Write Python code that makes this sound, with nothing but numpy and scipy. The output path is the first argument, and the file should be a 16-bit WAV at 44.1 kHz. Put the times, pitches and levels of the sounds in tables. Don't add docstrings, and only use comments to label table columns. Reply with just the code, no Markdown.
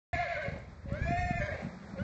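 import sys
import numpy as np
from scipy import signal
from scipy.fft import rfft, irfft
from scipy.io import wavfile
from scipy.ndimage import uniform_filter1d

SR = 44100
rng = np.random.default_rng(int(sys.argv[2]) if len(sys.argv) > 2 else 0)


def wrap_up_sound(samples):
    columns = np.atleast_2d(samples).T
    tamed = np.clip(columns, -1, 1)
    steps = np.round(tamed * 32767).astype(np.int16)
    wavfile.write(sys.argv[1], SR, steps)


def voltage_ratio(decibels):
    exponent = np.asarray(decibels, float) / 20
    return 10 ** exponent


N = 89919
TIME_S = np.arange(N) / SR
FREQ_HZ = np.fft.rfftfreq(N, 1 / SR)


def follow(table):
    return np.interp(TIME_S, *np.transpose(table))


def evened(x):
    return x / np.sqrt(np.mean(abs(x) ** 2) + 1e-20)


def add(mix, start_s, sound):
    part = mix[max(round(start_s * SR), 0):][:len(sound)]
    part += sound[:len(part)]


def smooth(x, hz):
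    return signal.sosfilt(signal.butter(2, hz, fs=SR, output="sos"), x)


def filtered_noise(gain):
    return evened(irfft(rfft(rng.standard_normal(N)) * gain, N))


def coloured(points):
    f, db = np.transpose(points)
    inside_db = np.interp(np.log(FREQ_HZ + 1), np.log(f + 1), db)
    above_octaves = np.log2(np.maximum(FREQ_HZ / f[-1], 1))
    below_octaves = np.log2(np.maximum(f[0] / (FREQ_HZ + 1), 1))
    return filtered_noise(voltage_ratio(inside_db - 24 * above_octaves - 24 * below_octaves))


# centre_hz, width_hz, level_db
THROAT = [(620, 370, -2.5), (1066, 190, 15.5), (1700, 89, 15), (2130, 624, 17), (2645, 1020, 1.5),
          (4096, 1050, 4), (3906, 130, -10.5), (5750, 1900, -10), (6970, 300, -8)]


def breath():
    resonances = sum(voltage_ratio(db) / (1 + (2 * (FREQ_HZ - f) / width) ** 4) for f, width, db in THROAT)
    return filtered_noise(resonances)


LOW_ORDERS = {1: 0., 2: -20, 3: -16.5, 3.5: -20.5, 4: -29, 5: -30, 6: -31.5}
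HIGH_ORDERS = {(1, 0): 0., (1, 1): -6, (1, -1): -20, (2, 0): -24, (2, 1): -24.5, (3, 0): -22.5, (3, 1): -28.5, (4, 0): -24.5}


def phrase(rows, rough, breath_db, third_db, top_db, sum_db, nasal_db, air):
    blur_hz, wander_db, wander_hz = 70, 1.1, 18
    edge_s, nasal_hz = .012, 2159
    rows = np.array(rows)
    t = np.arange(rows[0, 0] - edge_s / 2, rows[-1, 0] + edge_s / 2, 1 / SR)
    curves = [np.interp(t, rows[:, 0], column) for column in rows.T[1:]]
    low_hz, low_db, high_hz, high_db = (uniform_filter1d(c, size=400, mode="nearest") for c in curves)
    low = 2 * np.pi * np.cumsum(low_hz) / SR
    high = 2 * np.pi * np.cumsum(high_hz) / SR

    tones = []  # phase, level in dB, order that sets the instability
    for k, db in LOW_ORDERS.items():
        tones.append((k * low, low_db + db + third_db * (k == 3), k))
    for (n, m), db in HIGH_ORDERS.items():
        level_db = high_db + db + top_db * (n > 2) + sum_db * (m > 0)
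        tones.append((n * high + m * low, level_db, 2.5 * n + abs(m)))
    tones.append((2 * np.pi * nasal_hz * t, nasal_db, 3))

    out = voltage_ratio(high_db + breath_db) * air[np.minimum((t * SR).astype(int), N - 1)]
    for angle, db, order in tones:
        noise = rng.standard_normal((len(t), 2)) @ [1, 1j]
        share = np.clip(rough * order ** .62, 0, 1)
        flutter = np.sqrt(1 - share ** 2) + share * evened(smooth(noise, blur_hz * order ** .5))
        drift_db = wander_db * min(order - .6, 2) * evened(smooth(noise.real, wander_hz))
        out = out + np.sqrt(2) * voltage_ratio(db + drift_db) * (flutter * np.exp(1j * angle)).real
    edge = np.clip(np.minimum(t - t[0], t[-1] - t) / edge_s, 0, 1)
    return t[0], out * np.sin(np.pi / 2 * edge) ** 2


# time_s, low_hz, low_db, high_hz, high_db
TRILL = [(.125, 679.7, -36, 1745, -47.5), (0.145, 711.2, -31.5, 1768, -41.5),
         (0.165, 626, -45, 1657, -44.5), (0.183, 681, -38.5, 1755, -42), (0.196, 716.4, -31, 1720, -46),
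         (0.236, 687, -33.5, 1729, -43), (0.253, 601, -41, 1645, -45.5), (0.28, 546, -41.5, 1567, -47.5)]
SAG = [(.28, 685.5, -39.5, 1715, -42.5), (0.302, 693.8, -35.5, 1720, -45),
       (0.329, 677.6, -33.5, 1663, -42.5), (0.343, 600, -52.5, 1617, -43.5),
       (0.369, 566.3, -39, 1477, -43.5), (0.399, 632.7, -36, 1600, -53), (0.426, 584.5, -45.5, 1586, -41.5),
       (0.469, 551.2, -37, 1475, -65), (0.502, 548, -53, 1440, -65.5)]
RISE = [(.86, 553.6, -53, 1175, -94), (0.912, 551.4, -45.5, 1255, -63.5), (0.943, 578.5, -39, 1406, -49.5),
        (0.968, 617.8, -44.5, 1566, -49), (1.002, 617.4, -59, 1613, -50.5), (1.033, 677, -69, 1703, -45),
        (1.06, 665, -45, 1675, -45), (1.089, 677, -33.5, 1735, -42)]
HOLD = [(1.09, 677, -38, 1749, -44), (1.123, 700.7, -34, 1795, -47.5), (1.159, 699.2, -34.5, 1797, -49),
        (1.184, 719, -35.5, 1830, -42.5), (1.219, 716.2, -36, 1836, -44), (1.244, 709.8, -39.5, 1800, -47),
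        (1.282, 715.5, -39.5, 1794, -46), (1.305, 709, -33.5, 1790, -47), (1.322, 710, -40, 1785, -46.5)]
DROOP = [(1.32, 696.7, -58, 1787, -42), (1.334, 685.3, -37, 1760, -53.5), (1.359, 688.6, -41.5, 1774, -44),
         (1.383, 697.5, -41, 1761, -45.5), (1.398, 675, -62.5, 1690, -41.5)]
BREAK = [(1.397, 620, -53, 1638, -47.5), (1.414, 587, -34, 1589, -43), (1.449, 600, -44.5, 1623, -41.5),
         (1.463, 613.2, -45.5, 1629, -37.5), (1.48, 620, -46.5, 1567, -46),
         (1.494, 573.7, -33, 1636, -50.5), (1.509, 569.7, -50.5, 1609, -41.5),
         (1.524, 647, -37.5, 1667, -55), (1.566, 510, -51.5, 1603, -56)]
AGAIN = [(1.955, 578.4, -51, 1383, -64), (1.978, 522, -45, 1415, -71), (1.992, 545, -38, 1418, -56),
         (1.999, 568.5, -44, 1428, -41.5), (2.014, 582, -47, 1505, -45.5), (2.028, 620, -52.5, 1568, -51),
         (2.045, 656, -44.5, 1530, -42.5)]
ROUGH = [.19, .22, .08, .12, .14, .22, .06]
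# breath_db (re high voice), third_overtone_lift_db,
# top_tones_lift_db, sum_tone_lift_db, nasal_ring_db
VOICING = [
    (-1.5, 5, -5, 2, -48),
    (-2.5, 0.5, -14, 0.5, -46.5),
    (-11.5, -8.5, -1, 0.5, -81),
    (-10.5, 4.5, 2.5, 2, -80.5),
    (-17.5, 11, 2, 1, -72.5),
    (-14.5, 7.5, -1.5, -1, -55.5),
    (-33, -2, -9, -8, -75),
]


def horse():
    air = breath()
    voice = sighs(air)
    for rows, rough, voicing in zip((TRILL, SAG, RISE, HOLD, DROOP, BREAK, AGAIN), ROUGH, VOICING):
        add(voice, *phrase(rows, rough, *voicing, air))
    return voice + voltage_ratio(-14) * fence(voice) + grunt()


# time_s, level_db
GUST = [(.13, -42.5), (0.301, -48.5), (.42, -51), (0.548, -47.5), (0.782, -49), (0.948, -38), (1.05, -37),
        (1.23, -38), (1.45, -39.5), (1.6, -50), (1.75, -56), (1.929, -50.5), (2.04, -40)]
# frequency_hz, density_db (per Hz)
WIND = [(25, -24), (65, 3.5), (130, -3), (220, -11.5), (330, -23.5), (500, -23)]


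def wind():
    lump_db, lumps_per_s = 2, 16
    lumps = evened(smooth(rng.standard_normal(N), lumps_per_s))
    return voltage_ratio(follow(GUST)) * evened(voltage_ratio(lump_db * lumps) * coloured(WIND))


# frequency_hz, density_db (per Hz)
AIR = [(260, -8.5), (400, -3), (620, -3.5), (900, -7), (1900, -9), (2800, -21.5), (4500, -21.5),
       (7900, -30.5)]
# time_s, lift_db
RUSTLE = [(.13, -7.5), (.55, 1.5), (.65, -1.5), (.9, -3), (1.0, 1), (1.45, 2), (1.65, 4), (1.799, 1.5),
          (2.04, 4.5)]


def open_air():
    air_db, patch_db, patches_per_s = -56.5, 1.2, 8
    patches = evened(smooth(rng.standard_normal(N), patches_per_s))
    return voltage_ratio(air_db + follow(RUSTLE) + patch_db * patches) * coloured(AIR)


# centre_s, level_db, length_s
SCUFFS = [
    (.134, -47, .012),
    (.435, -55, .03),
    (.59, -58, .025),
    (.93, -48, .006),
    (1.63, -58, .03),
]


def scuffs():
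    out = np.zeros(N)
    grit = np.diff(rng.standard_normal(N + 1) * rng.exponential(1, N + 1)) / 2
    for centre_s, db, length_s in SCUFFS:
        size = round(length_s * SR)
        burst = grit[round(centre_s * SR):][:size]
        add(out, centre_s - length_s / 2, voltage_ratio(db) * np.hanning(size) * burst)
    return out


# start_s, peak_db, pitch_hz
THUMPS = [(0.153, -40, 270), (0.2, -46.5, 100), (0.347, -44, 74), (.481, -31.5, 133), (0.52, -35.5, 135),
          (0.532, -37, 106), (0.558, -39, 177), (0.856, -38, 176), (0.92, -29.5, 152), (.935, -34, 110),
          (1.014, -26, 87.4), (1.059, -35.5, 75), (1.088, -29, 119), (1.106, -29.5, 238),
          (1.161, -44, 72.6), (1.188, -31.5, 66), (1.201, -38, 65), (1.229, -31.5, 70), (1.307, -27, 177),
          (1.35, -36, 123), (1.384, -33, 64.5), (1.398, -31.5, 141), (1.439, -41, 113),
          (1.646, -38.5, 203.8), (1.667, -37.5, 190), (1.936, -40, 190), (2.015, -35, 152)]


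def thumps():
    out = np.zeros(N)
    for start_s, db, hz in THUMPS:
        cycles = 0.6 + hz / 170
        u = np.arange(0, 4 * cycles / hz, 1 / SR) * hz / cycles
        push = 3 * u * np.exp(1 - 3 * u ** 1.89)
        glide = 1.25 - 0.3 * np.minimum(u, 1.5)
        add(out, start_s, voltage_ratio(db) * push * np.sin(2 * np.pi * cycles * u * glide))
    return out


def fence(x):
    delay_s, t60_s, spacing, treble_hz = .03, 0.54, 40, 4000
    taps = np.zeros(SR)
    at = np.arange(round(delay_s * SR), SR - spacing, spacing)
    place = rng.random((len(at), 2))
    taps[at + (spacing * place[:, 0]).astype(int)] = np.sign(place[:, 1] - .5)
    taps = smooth(taps * voltage_ratio(-60 * np.arange(SR) / SR / t60_s), treble_hz)
    return signal.fftconvolve(x, taps / np.linalg.norm(taps))[:N]


# start_s, peak_s, end_s, level_db
SIGHS = [
    (0.394, 0.46, 0.73, -44),
    (0.82, 0.893, 1.2, -55),
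    (1.449, 1.563, 1.805, -43),
    (1.93, 1.985, 2, -47.5),
]


def sighs(air):
    centre_hz, width_hz, top_db, fade_db = 600, 430, -5.5, -32.5
    flutter_db, flutter_hz = 2.6, 21
    low = filtered_noise(1 / (1 + (2 * (FREQ_HZ - centre_hz) / width_hz) ** 4))
    strength = np.zeros(N)
    for start_s, peak_s, end_s, db in SIGHS:
        swell_db = np.interp(TIME_S, [start_s, peak_s, end_s], [fade_db, 0, fade_db], -99, -99)
        strength += voltage_ratio(db + swell_db)
    flutter = voltage_ratio(flutter_db * evened(smooth(rng.standard_normal(N), flutter_hz)))
    return strength * flutter * (low + voltage_ratio(top_db) * air)


# time_s, level_db
GRUNT = [
    (1.6, -55.5),
    (1.645, -35),
    (1.68, -40),
    (1.71, -49),
    (1.85, -48.5),
    (1.94, -48.5),
    (2.04, -39.5),
]


def grunt():
    chest_hz, width_hz = 188, 55
    body = filtered_noise(1 / (1 + (2 * (FREQ_HZ - chest_hz) / width_hz) ** 2))
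    return voltage_ratio(np.interp(TIME_S, *np.transpose(GRUNT), left=-99)) * body


def scene():
    return (horse() + wind() + open_air() + scuffs() + thumps())[None]


# time_s, threshold_lift_db
SHORT = [(0, 0), (.77, 0), (.8, 5), (.85, 4), (.87, 0), (1.34, 0), (1.37, 12), (1.6, 12), (1.62, 0),
         (1.66, 0), (1.69, 11), (1.79, 10), (1.81, 2), (1.84, 2), (1.86, 10), (1.96, 9), (2.04, 8)]


def gate_faint(x):
    mask_db, luck_db = -19, 3
    deaf_hz, deaf_width_hz, deaf_db = 3030, 260, 11
    hush_db, hush_hz, hush_width_hz, hush_reach_db = -95, 2900, 750, 14
    hz, t, z = signal.stft(x, SR, nperseg=2048, noverlap=1536)
    f = hz[:1024, None]
    power = uniform_filter1d(abs(z) ** 2, size=3, axis=1)
    band = np.repeat(power[:1024].reshape(256, 4, -1).mean(1), 4, axis=0)
    wide = np.repeat(power[:1024].reshape(128, 8, -1).mean(1), 8, axis=0)
    around = uniform_filter1d(power, size=30, axis=0, origin=7)[:1024]
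    luck = rng.standard_normal((128, z.shape[1] // 5 + 1))
    luck = luck_db * np.kron(luck, np.ones((8, 5)))[:, :z.shape[1]]

    limit_db = mask_db + deaf_db * np.exp(-((f - deaf_hz) / deaf_width_hz) ** 2)
    limit_db = limit_db + luck - 4 * (f < 650)
    over_mask_db = 10 * np.log10(band / (around + 1e-20) + 1e-9) - limit_db
    floor_db = hush_db + np.interp(t, *np.transpose(SHORT))
    floor_db = floor_db - hush_reach_db * ((f - hush_hz) / hush_width_hz) ** 2
    over_floor_db = 10 * np.log10(wide + 1e-20) - floor_db - luck
    keep = np.ones(z.shape)
    keep[:1024] = np.clip(np.minimum(over_mask_db, over_floor_db) / 2, .04, 1)
    return signal.istft(z * keep, SR, nperseg=2048, noverlap=1536)[1][:N]


def roll_off(x):
    return signal.sosfilt(signal.butter(12, 8140, fs=SR, output="sos"), x)


def record(dry):
    start_s, rise_s, edge_hz = .1305, 0.00047, 8200
    mix = gate_faint(dry[0])[None] * np.clip((TIME_S - start_s) / rise_s, 0, 1)
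    lowpass = signal.firwin(511, edge_hz, window=("kaiser", 9), fs=SR)
    mix = signal.oaconvolve(mix, lowpass[None], "same")
    return roll_off(mix)


dry = scene()
out = record(dry)
wrap_up_sound(out)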